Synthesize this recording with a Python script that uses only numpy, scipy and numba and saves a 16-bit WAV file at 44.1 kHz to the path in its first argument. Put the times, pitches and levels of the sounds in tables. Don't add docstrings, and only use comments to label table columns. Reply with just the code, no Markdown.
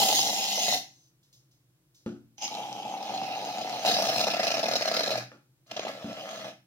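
import sys
import numpy as np
from scipy import signal
from scipy.fft import rfft, irfft
from scipy.io import wavfile
from scipy.ndimage import uniform_filter1d
from numba import njit

SR = 44100
rng = np.random.default_rng(int(sys.argv[2]) if len(sys.argv) > 2 else 0)


def int16_out(signal):
    q = np.round(np.clip(np.atleast_2d(signal).T, -1, 1) * 32767)
    wavfile.write(sys.argv[1], SR, q.astype(np.int16))


N = 293970
TIME = np.arange(N) / SR
BINS = np.maximum(np.arange(N // 2 + 1) * SR / N, 1)

# [frequency_hz, density_db]
QUIET_COLOUR = [(15, -74), (25, -22), (97, -23), (111, -11), (134, -5), (229, -28), (335, -17),
                (416, -30.5), (489, -28), (754, -33.5), (1130, -34.5), (1230, -35), (16000, -38.5)]
QUIET_DB = -68.5
HUM_HZ, HUM_DB = 125, -73.5
SWELL_S, SWELL_DB, SWELL_WIDTH_S = 5.2, 27.5, 0.12

# [start_s, end_s, hiss_db, jar_db,
# hiss_change_by_end_db, jar_change_by_end_db, midway_sag_db, wet_splutter_re_hiss_db,
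# fine_fizz_re_hiss_db, small_gulps_re_flow_db]
PUSHES = [(0.0, 0.206, -21.5, -22.5, -2, -9, 2, -18.5, -8.5, -8.5),
          (0.23, 0.742, -27, -31.5, 1.5, -2.5, 4.5, -17.5, -11, -7.5),
          (2.424, 2.465, -32, -38.5, -5, -2.5, -5, -16, -23, -22.5),
          (2.518, 2.976, -43.5, -36, -2.5, 1, 3.5, -7.5, -14.5, -9),
          (3.007, 3.853, -44.5, -36.5, 5, 2.5, 0.1, -7, -16, -12.5),
          (3.873, 4.228, -31, -31, -1.5, 0, 0.5, -6.5, -13, -3),
          (4.299, 5.19, -40.5, -49.5, 2, 14, 0, 1, -14.5, -12),
          (5.706, 5.892, -55, -54.5, 15, 9, -0.5, 0, -19, -2),
          (5.926, 6.484, -52.5, -45.5, 6, 4, -2, -0.5, -14.5, -5.5)]
ATTACK_S, CLOSE_DB_PER_S = 0.019, 311
LEAK_S, LEAK_DB = 0.043, -14

# [frequency_hz, density_db]
FIRST_JET = [(1100, -7), (1600, -16.5), (2050, 2), (2400, -19.5), (2800, -11.5), (3900, -6.5), (4600, -7.5),
             (6200, -2), (7000, -3.5), (7700, -14.5), (12000, -9.5), (15500, -13)]
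BURST_JET = [(1100, -21), (1750, -28), (2300, -8), (2900, 4), (4000, -17), (4800, -0.5), (5600, 7.5),
             (6700, 3.5), (8000, -20), (12000, -13), (15500, -17)]
THIN_JET = [(1100, -4), (1600, -31), (2200, -18), (2600, -0.5), (3300, 2), (4200, -7.5), (5100, -1),
            (6200, 1), (7000, -4), (8000, -14), (12500, -9.5), (15500, -18.5)]
GENTLE_JET = [(1100, 5), (1650, -5.5), (2200, -2.5), (2700, -3), (3400, -2.5), (6300, -0.5), (6900, -4.5),
              (7600, -26.5), (12500, -23.5), (15500, -27)]
FULL_JET = [(1100, 6.5), (1350, 3), (1850, 0.5), (2550, -4.5), (3200, -10.5), (4100, -3.5), (5400, -1),
            (6500, -5.5), (7200, -12), (8200, -18), (12000, -14.5), (15500, -18)]
LAST_JET = [(1100, 20), (1400, 11.5), (2050, 8.5), (2600, 2.5), (3300, 4), (4000, 1), (5200, 1.5),
            (6300, 3), (7000, -3), (8000, -18), (12000, -16.5), (15500, -19)]
JET_COLOURS = [FIRST_JET, FIRST_JET, BURST_JET, THIN_JET, GENTLE_JET,
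               FULL_JET, FULL_JET, LAST_JET, LAST_JET]

# [frequency_hz, width_hz, level_db]
JAR_MODES = [(1242.6, 24, 0.5), (1336, 5.6, 8), (1447, 7.1, -0.5), (1696, 63, 2.5), (2034, 190, -4.5),
             (2488, 84, -0.5), (3060, 19, 0), (3260, 62, -7.5), (3920, 40, -1), (4210, 41, -2),
             (4830, 310, -5.5), (5990, 13, 2), (6600, 32, -3)]
# [time_s, pitch_hz]
JAR_PITCH = [(0.0, 773), (0.4, 790), (0.72, 719), (2.45, 811), (3.25, 776), (3.9, 714), (4.4, 675),
             (4.7, 652), (5.1, 624), (6.5, 644)]
# [frequency_hz, width_hz, level_db]
SIDE_MODES = [(768.3, 12, -6.5), (852.5, 19, 0.5), (958.3, 11, 8)]
# [frequency_hz, density_db]
JAR_DRIVE = [(330, -10), (450, 8.5), (530, 6.5), (650, 4), (850, -0.5), (1000, -12.5), (1200, -27),
             (1600, -25.5)]
# [frequency_hz, density_db]
FLUTTER_COLOUR = [(30, -28), (80, -36.5), (108, -15), (128, 1), (150, -15.5), (190, -1), (222, 3.5),
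                  (260, -5), (300, 1.5), (380, -9.5), (520, -27.5)]
FLUTTER_FLOW_DB, FLUTTER_FOLLOWS = -32, 0.77

# [start_s, length_s, jar_db, hiss_re_jar_db]
GULPS = [(0.085, 0.0034, -21.5, 3), (0.126, 0.0033, -20, 1), (0.19, 0.006, -23, -13),
         (0.576, 0.015, -26, -5), (0.682, 0.013, -22.5, -3), (0.725, 0.034, -28.5, -17.5),
         (2.583, 0.023, -33, -11), (2.85, 0.014, -30.5, -19), (2.939, 0.005, -27.5, -16),
         (3.094, 0.018, -32, -11), (3.138, 0.015, -29, -9.5), (3.216, 0.0057, -23.5, -22),
         (3.301, 0.035, -31.5, -19), (3.424, 0.0061, -30, -13), (3.586, 0.0074, -29.5, -9),
         (3.61, 0.013, -29, -11), (3.692, 0.0054, -32, -3), (3.849, 0.0056, -20, -7),
         (3.858, 0.011, -21.5, -1.5), (3.875, 0.024, -21, -4.5), (3.913, 0.0052, -23.5, -2.5),
         (3.94, 0.0069, -25.5, 0), (3.966, 0.0046, -21, -15), (3.987, 0.015, -21.5, -14),
         (4.022, 0.0046, -19.5, -3.5), (4.052, 0.0072, -25, -3), (4.087, 0.016, -22, -6.5),
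         (4.16, 0.0023, -14.5, -9), (4.18, 0.0044, -20.5, -1.5), (4.193, 0.021, -27.5, 0.5),
         (4.238, 0.0094, -22, -6), (4.269, 0.017, -21, -6), (4.302, 0.019, -29.5, 0.5),
         (4.335, 0.014, -22, -8.5), (4.367, 0.0067, -24, -6.5), (4.394, 0.013, -20.5, -10),
         (4.43, 0.0069, -26, 0), (4.439, 0.014, -22.5, -6.5), (4.468, 0.019, -24.5, -2.5),
         (4.503, 0.005, -21, -9), (4.513, 0.0089, -24.5, -1.5), (4.54, 0.015, -23.5, -6.5),
         (4.569, 0.0047, -23, -12), (4.579, 0.0036, -17, -14), (4.591, 0.012, -22.5, -6),
         (4.63, 0.0071, -18, -12), (4.64, 0.0041, -18.5, -7), (4.657, 0.01, -24.5, -6),
         (4.682, 0.011, -21.5, -7), (4.712, 0.013, -24.5, -4), (4.735, 0.0075, -22, -7.5),
         (4.755, 0.012, -22.5, -3), (4.81, 0.0047, -23, -6), (4.82, 0.0085, -25.5, -2),
         (4.855, 0.0054, -23.5, -4.5), (4.875, 0.016, -24, -4.5), (4.914, 0.0081, -22.5, -10),
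         (4.94, 0.011, -27.5, 1), (4.966, 0.012, -24, -2), (4.992, 0.0077, -25, -2),
         (5.006, 0.0049, -19.5, -6.5), (5.033, 0.0091, -27.5, -0.5), (5.067, 0.0038, -26, -4),
         (5.075, 0.0069, -21, -8), (5.105, 0.014, -25.5, -3.5), (5.119, 0.018, -26, -9.5),
         (5.154, 0.0043, -19.5, -22.5), (5.173, 0.015, -29.5, -4.5), (5.712, 0.0069, -29, -3.5),
         (5.764, 0.013, -27.5, -10.5), (5.793, 0.0034, -22, -7.5), (5.83, 0.0041, -32, -9),
         (5.85, 0.0074, -25.5, -18), (5.868, 0.0034, -22, -17), (5.89, 0.012, -30, -33)]
BLOCK_S, BLOCK_DB = 0.01, -4
SMALL_GULP_GAP_S, SMALL_GULP_S, SMALL_GULP_SPREAD_DB = 0.045, 0.0078, 2

# [start_s, peak_db]
SNAPS = [(0.151, -17), (0.193, -22), (0.437, -27), (0.442, -17), (0.718, -19.5), (0.725, -24), (0.73, -27),
         (0.774, -18), (2.423, -21), (2.442, -30), (2.451, -23), (2.479, -24.5), (2.542, -31), (2.551, -28),
         (2.728, -29), (2.867, -37), (3.028, -28), (3.177, -28), (3.45, -27), (3.584, -25), (3.696, -23.5),
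         (4.245, -24), (4.282, -18.5), (4.349, -31.5), (4.4, -32), (4.519, -22.5), (4.544, -27),
         (4.57, -25), (4.688, -31), (4.713, -27), (4.736, -24), (4.767, -27), (4.879, -18.5), (4.916, -25),
         (4.94, -27), (4.97, -25), (5.062, -19.5), (5.093, -25), (5.11, -43), (5.157, -27), (5.713, -32.5),
         (5.768, -27), (6.13, -32), (6.292, -34), (6.312, -30.5), (6.36, -32)]
SNAP_DECAY_S = 0.00031
# [start_s, length_s, frequency_hz, level_db]
HOLLOWS = [(0.38, 0.33, 2540, 10.5), (0.654, 0.15, 1880, 10.5), (0.66, 0.16, 3270, -9),
           (2.52, 0.64, 3660, 4), (3.174, 0.27, 2630, 8.5), (3.84, 0.16, 3840, 10.5),
           (4.247, 0.36, 2580, 7.5), (4.277, 0.45, 5340, 4.5), (4.9, 0.23, 4050, 5.5),
           (6.1, 0.45, 6270, 3.5)]

WHISTLE_S, WHISTLE_LENGTH_S, WHISTLE_DB, WHISTLE_FADE_DB_PER_S = 0.77, 0.31, -62.5, 27
WHISTLE_HZ, WHISTLE_SAG_HZ_PER_S = 6810, 2600
# [start_s, level_db, t60_s]
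SPITS = [(1.23, -66, 0.31), (1.328, -58, 0.3), (1.512, -68.5, 0.29), (1.946, -60.5, 0.38),
         (2.375, -67, 0.21), (5.668, -64, 0.57)]
# [frequency_hz, density_db]
SPIT_COLOUR = [(1500, -34), (2600, -13), (3600, -1.5), (6200, 6), (8000, -10), (15500, -11)]

# [start_s, level_db, contact_cutoff_hz, low_cut_hz]
BUMPS = [(2.062, -24, 1490, 79.2), (5.317, -27.5, 810, 800), (6.044, -28, 690, 109)]
# [frequency_hz, level_db, t60_s]
TABLE_MODES = [(122.3, -23, 1), (197.6, -15.5, 0.34), (223.4, -4.5, 0.29), (285, -15.5, 0.49),
               (354, -13, 0.16), (509, -12, 0.061), (630, -23, 0.082), (843, -24, 0.14), (1270, -27, 0.13),
               (1390, -22.5, 0.21), (1763, -28, 0.11), (2880, -27, 0.13), (3420, -28.5, 0.082)]
# [frequency_hz, density_db]
THUD_COLOUR = [(40, -31), (120, -15), (210, 7.5), (300, 11), (430, 0), (530, 4), (680, -7), (1000, -18),
               (1400, -2), (1800, -26.5), (2200, -18.5), (6000, -11), (9000, -23)]

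# [frequency_hz, side_re_mid_db]
WIDTH = [(60, -11), (200, -19), (380, -8), (700, -5), (1290, -2), (2380, 4), (4400, 2.5), (8000, 4),
         (15000, -0.5)]
MIC_LAG_S = 0.0001
# [frequency_hz, t60_s]
ROOM_T60 = [(125, 0.57), (500, 0.29), (1500, 0.36), (5000, 0.31), (14000, 0.22)]
# [frequency_hz, level_re_direct_db]
ROOM_DB = [(125, -4.5), (300, -4), (700, -16.5), (1500, -5), (5000, -5), (14000, -6.5)]
CUTOFF_HZ = 15900


def from_db(db):
    return 10 ** (np.asarray(db) / 20)


def rms_one(x):
    return x / np.sqrt(np.mean(x ** 2) + 1e-20)


def at_hz(points, hz):
    f, value = np.transpose(points)
    return np.interp(np.log(hz), np.log(f), value)


def cut(x, hz, kind, order=2):
    return signal.sosfilt(signal.butter(order, hz, kind, fs=SR, output="sos"), x)


def drift(rate_hz):
    spectrum = rfft(rng.standard_normal(N))
    return rms_one(irfft(spectrum / (1 + (BINS / rate_hz) ** 2), N))


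def noise_bins():
    mid, side = rfft(rng.standard_normal((2, N)))
    width = from_db(at_hz(WIDTH, BINS))
    return (mid + side * width * [[1], [-1]]) / np.sqrt(1 + width ** 2)


def noise(colour):
    spectrum = rfft(rng.standard_normal(N))
    return rms_one(irfft(spectrum * from_db(at_hz(colour, BINS)), N))


def evened(x, span_s):
    return x / np.sqrt(uniform_filter1d(x ** 2, max(int(span_s * SR), 8)) + 1e-12)


def fading(power, decay_s):
    r = np.exp(-1 / (decay_s * SR))
    return signal.lfilter([1 - r], [1, -r], power + 1e-18)


def decaying(t, t60):
    return np.exp(-np.log(1000) * t / t60)


def dying(s, t60):
    return (TIME >= s) * decaying(np.clip(TIME - s, 0, 10 * t60), t60)


def pops(per_s, spread_db):
    bursting = rng.random(N) < per_s / SR
    level_db = spread_db * np.clip(rng.standard_normal(N), -2, 2)
    energy = bursting * from_db(level_db) ** 2
    return energy / energy.mean()


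def grainy(cells, share, decay_s):
    return 1 - share + share * fading(cells, decay_s)


@njit
def moving_resonance(x, hz, width_hz):
    y, r = np.zeros_like(x), np.exp(-np.pi * width_hz / SR)
    for i in range(2, len(x)):
        driven = (1 - r * r) / 2 * (x[i] - x[i - 2])
        y[i] = driven + 2 * r * np.cos(2 * np.pi * hz[i] / SR) * y[i - 1] - r * r * y[i - 2]
    return y


def resonance(x, hz, width_hz):
    return moving_resonance(x, np.full(N, float(hz)), float(width_hz))


def background(waver_hz=1.7):
    phase = 2 * np.pi * np.cumsum(HUM_HZ + waver_hz * drift(4.8)) / SR
    hum = rms_one(np.sin(phase))
    air = rms_one(irfft(noise_bins() * from_db(at_hz(QUIET_COLOUR, BINS)), N))
    hum_db = HUM_DB + SWELL_DB * np.exp(-((TIME - SWELL_S) / SWELL_WIDTH_S) ** 2)
    return from_db(QUIET_DB) * air + from_db(hum_db) * hum


def push(start, end, db, change_db, sag_db):
    along = np.clip((TIME - start) / (end - start), 0, 1)
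    leak = from_db(LEAK_DB) * (TIME > start - LEAK_S)
    opening = np.maximum(np.clip((TIME - start) / ATTACK_S + 1, 0, 1), leak)
    held_db = db + change_db * along - sag_db * np.sin(np.pi * along)
    return opening * from_db(held_db - CLOSE_DB_PER_S * np.clip(TIME - end, 0, 1))


def pockets(rows, sag=0.4, snap=0.09, count=24):
    power = np.zeros(N + SR)
    for s, length, db in rows:
        shape = np.exp(-sag * np.linspace(0, 1, max(int(length * SR), 2)))
        shape[:count] += snap * len(shape) / count
        first = int(s * SR)
        power[first:first + len(shape)] += from_db(db) ** 2 * shape / shape.mean()
    return power[:N]


def small_gulps(count=400):
    gap, length, size = rng.uniform(-1, 1, (count, 3)).T
    starts = np.cumsum(SMALL_GULP_GAP_S * 2 ** gap)
    lengths = SMALL_GULP_S * (1 + 0.5 * length)
    rows = np.transpose([starts, lengths, SMALL_GULP_SPREAD_DB * size])
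    power = pockets(rows[rows[:, 0] < N / SR])
    return power / power.mean()


def blocking():
    blocked = np.zeros(N)
    for s, *_ in GULPS:
        blocked[(TIME > s - BLOCK_S) & (TIME < s)] = 1
    return from_db(BLOCK_DB * fading(blocked, decay_s=0.0093)) ** 2


def flow(bed_db=-2.0, small_hiss_db=-4.5):
    cells = pops(per_s=180, spread_db=0.5)
    small = fading(small_gulps(), decay_s=0.00029)
    in_jar = grainy(cells, share=0.68, decay_s=0.0014)
    in_jet = grainy(cells, share=0.073, decay_s=0.002)
    in_jet = in_jet * grainy(pops(per_s=140, spread_db=2.5), share=0.14, decay_s=0.0007)
    jar, hiss = np.zeros((2, N))
    for start, end, hiss_db, jar_db, hiss_change, jar_change, sag, _, _, small_db in PUSHES:
        lumps = from_db(small_db) ** 2 * small
        jar_gain = push(start, end, jar_db + bed_db, jar_change, sag)
        hiss_gain = push(start, end, hiss_db + bed_db, hiss_change, sag)
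        jar += jar_gain ** 2 * (in_jar + lumps)
        hiss += hiss_gain ** 2 * (in_jet + from_db(small_hiss_db) ** 2 * lumps)
    return np.array([jar, hiss]) * blocking()


def nozzle(plain_db=-12.0, pocket_hz=230):
    source = from_db(plain_db) * rng.standard_normal(N)
    for hz, width_hz, db in JAR_MODES:
        source += from_db(db) * resonance(rng.standard_normal(N), hz, width_hz)
    for hz in np.geomspace(2300, 6600, num=6):
        centre = hz * np.exp(0.07 * drift(7))
        level = from_db(3 * drift(16))
        source += level * moving_resonance(rng.standard_normal(N), centre, float(pocket_hz))
    return source


def jet(source, colour):
    size = source.shape[-1]
    hz = np.maximum(np.arange(size // 2 + 1) * SR / size, 1)
    shaped = rfft(source) * from_db(at_hz(colour, hz))
    edges = [1050, 2400, 7500, 17000]
    return np.array([rms_one(irfft(shaped * (hz >= low) * (hz < high), size))
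                     for low, high in zip(edges, edges[1:])])


def jet_bands(scatter_db=-6.0):
    source, bands = nozzle(), np.zeros((3, 2, N))
    source = source + from_db(scatter_db) * np.roll(source, SR) * [[1], [-1]]
    for (start, end, *_, wet_db, fizz_db, _), colour in zip(PUSHES, JET_COLOURS):
        during = (TIME >= start - LEAK_S) & (TIME < end + 0.5)
        gains = from_db([wet_db, 0, fizz_db])[:, None, None]
        bands[..., during] = jet(source[:, during], colour) * gains
    return bands


def jar_air(power, hz, width_hz, flutter_db, direct_db=-2.5, ring_db=-7.5, ring_width_hz=200,
            overtone_hz=2600, overtone_db=-16.5, overtone_width_hz=100):
    ringing = rms_one(moving_resonance(noise(JAR_DRIVE), hz, float(width_hz)))
    overtone = rms_one(resonance(rng.standard_normal(N), overtone_hz, overtone_width_hz))
    tone = evened(ringing, span_s=0.011) + from_db(overtone_db) * overtone
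    bottle = cut(np.sqrt(power) * tone, 350, "high")
    puffs = moving_resonance(bottle, hz, float(ring_width_hz))
    bottle = from_db(direct_db) * bottle + from_db(ring_db) * puffs
    bottle = bottle + sum(from_db(db) * resonance(bottle, f, width) for f, width, db in SIDE_MODES)
    flutter = rms_one(cut(noise(FLUTTER_COLOUR), 680, "low", order=4))
    middling = from_db(FLUTTER_FLOW_DB)
    piling = middling * (np.sqrt(fading(power, decay_s=0.0083)) / middling) ** FLUTTER_FOLLOWS
    return bottle + from_db(flutter_db) * cut(piling * flutter, 57, "high")


def gulps(jar_db, hiss_db):
    in_jar = [(s, length, db + jar_db) for s, length, db, _ in GULPS]
    in_jet = [(s, length, db + hiss + hiss_db) for s, length, db, hiss in GULPS]
    return pockets(in_jar), pockets(in_jet)


def gulp_pops(jar_hz, pop_db=-4.5, width_hz=110):
    kicks = np.zeros(N)
    for s, _, db, _ in GULPS:
        kicks[int(s * SR)] = from_db(db + pop_db)
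    kicks = kicks + 1e-12 * rng.standard_normal(N)
    ring = moving_resonance(kicks, jar_hz, float(width_hz)) * SR / (2 * np.pi * width_hz)
    return cut(ring, [310, 1700], "band")


def snaps():
    power = np.zeros(N)
    for s, db in SNAPS:
        power[int(s * SR)] += from_db(db) ** 2 * SNAP_DECAY_S * SR
    return fading(power, SNAP_DECAY_S)


def hollows(x, width_hz=230, wander=0.0063):
    for s, length, hz, db in HOLLOWS:
        formed = np.sqrt(np.abs(np.sin(np.pi * np.clip((TIME - s) / length, 0, 1))))
        centre = hz * np.exp(wander * drift(6.4))
        ringing = np.array([moving_resonance(side, centre, float(width_hz)) for side in x])
        x = x + (from_db(db) - 1) * formed * ringing
    return x


def spray(wet_gulp_db=-10.5, fizz_gulp_db=-2.5, wet_snap_db=-6.0, fizz_snap_db=-11.5):
    jar_flow, jet_flow = flow()
    jar_surge, jet_surge = gulps(jar_db=-4.0, hiss_db=-2.6)
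    jet_surge, snap = fading(jet_surge, decay_s=0.001), snaps()
    crackle = grainy(pops(per_s=500, spread_db=0.5), share=0.22, decay_s=0.00036)
    bubbles = grainy(pops(per_s=260, spread_db=0.0), share=1.0, decay_s=0.0055)

    wet, hiss, fizz = jet_bands()
    wet_power = crackle * bubbles * (jet_flow + from_db(wet_gulp_db) ** 2 * jet_surge)
    wet = wet * np.sqrt(wet_power + from_db(wet_snap_db) ** 2 * snap)
    hiss_snaps = cut(hiss * np.sqrt(snap), 3000, "high")
    hiss = hiss * np.sqrt(crackle * (jet_flow + jet_surge)) + hiss_snaps
    fizz_power = crackle * (jet_flow + from_db(fizz_gulp_db) ** 2 * jet_surge)
    fizz = fizz * np.sqrt(fizz_power + from_db(fizz_snap_db) ** 2 * snap)
    whole_jet = cut(wet + cut(hiss, 7500, "low", order=8) + fizz, 340, "high")

    jar_hz = np.interp(TIME, *np.transpose(JAR_PITCH))
    jar_power = jar_flow + fading(jar_surge, decay_s=0.00085)
    jar = jar_air(jar_power, jar_hz, width_hz=71.5, flutter_db=-15.0) + gulp_pops(jar_hz)
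    return hollows(whole_jet), jar


def whistle(width_hz=150):
    age = np.clip(TIME - WHISTLE_S, 0, WHISTLE_LENGTH_S)
    sounding = np.sqrt(fading((age > 0) & (age < WHISTLE_LENGTH_S), decay_s=0.0084))
    hz = WHISTLE_HZ - WHISTLE_SAG_HZ_PER_S * age
    tone = rms_one(moving_resonance(rng.standard_normal(N), hz, float(width_hz)))
    level = from_db(WHISTLE_DB - WHISTLE_FADE_DB_PER_S * age)
    return level * sounding * (tone + noise(SPIT_COLOUR))


def spits():
    return sum(from_db(db) * dying(s, t60) for s, db, t60 in SPITS) * noise(SPIT_COLOUR)


def bumps(thud_db=-10.5, thud_t60=0.28, tick_db=3.0, tick_t60=0.0077):
    out, t = np.zeros(N), TIME[:SR // 2]
    thud = evened(noise(THUD_COLOUR), span_s=0.0078)
    ring = sum(from_db(db) * decaying(t, t60) * np.sin(2 * np.pi * hz * t) for hz, db, t60 in TABLE_MODES)
    for s, db, contact_hz, low_hz in BUMPS:
        during = slice(int(s * SR), int(s * SR) + len(t))
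        tick = cut(rng.standard_normal(len(t)), 4500, "low")
        blow = ring + from_db(thud_db) * decaying(t, thud_t60) * thud[during]
        blow += from_db(tick_db) * decaying(t, tick_t60) * tick
        softened = cut(blow, min(contact_hz, SR / 3), "low", order=1)
        out[during] += from_db(db) * cut(softened, low_hz, "high")
    return out


def two_ears(x, spread_db, scatter, size=4096):
    early = (rng.standard_normal(N) * dying(0, 0.025))[:size]
    echo = rfft(early / np.linalg.norm(early))
    hz = np.linspace(1, SR / 2, len(echo))
    width = from_db(at_hz(WIDTH, hz) + spread_db)
    lead = np.tanh(2 * np.sin(2 * np.pi * hz * MIC_LAG_S))
    side = width * (scatter * (0.4 * echo.real + 1j * echo.imag) + 1j * lead)
    spectrum = (1 + side * [[1], [-1]]) / np.sqrt(1 + width ** 2)
    response = np.roll(irfft(spectrum, size), size // 2, axis=-1)
    return signal.fftconvolve(x, response, mode="same", axes=-1)


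def room(x, gap_s=0.0096):
    white, t, tail = noise_bins(), TIME[:SR * 2 // 3], 0
    edges = 45 * 2.0 ** np.arange(10)
    for low, high in zip(edges, edges[1:]):
        hz = np.sqrt(low * high)
        decay = (t > gap_s) * decaying(t, at_hz(ROOM_T60, hz))
        band = irfft(white * (BINS >= low) * (BINS < high), N)[:, :len(t)]
        tail = tail + from_db(at_hz(ROOM_DB, hz)) * band * decay / np.linalg.norm(decay)
    return signal.fftconvolve(x, tail, axes=-1)[:, :N]


def scene():
    jet_sound, jar = spray()
    hissing = jet_sound + spits() + whistle()
    body = np.tile(jar + bumps(), (2, 1))
    direct = two_ears(hissing, spread_db=-2.0, scatter=1.05) + two_ears(body, spread_db=1.0, scatter=0.45)
    return direct + room(hissing + body) + background()


def record(dry):
    steep = signal.ellip(12, 0.1, 80, CUTOFF_HZ, fs=SR, output="sos")
    return signal.sosfilt(steep, cut(dry, 34, "high"))


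dry = scene()
out = record(dry)
int16_out(out)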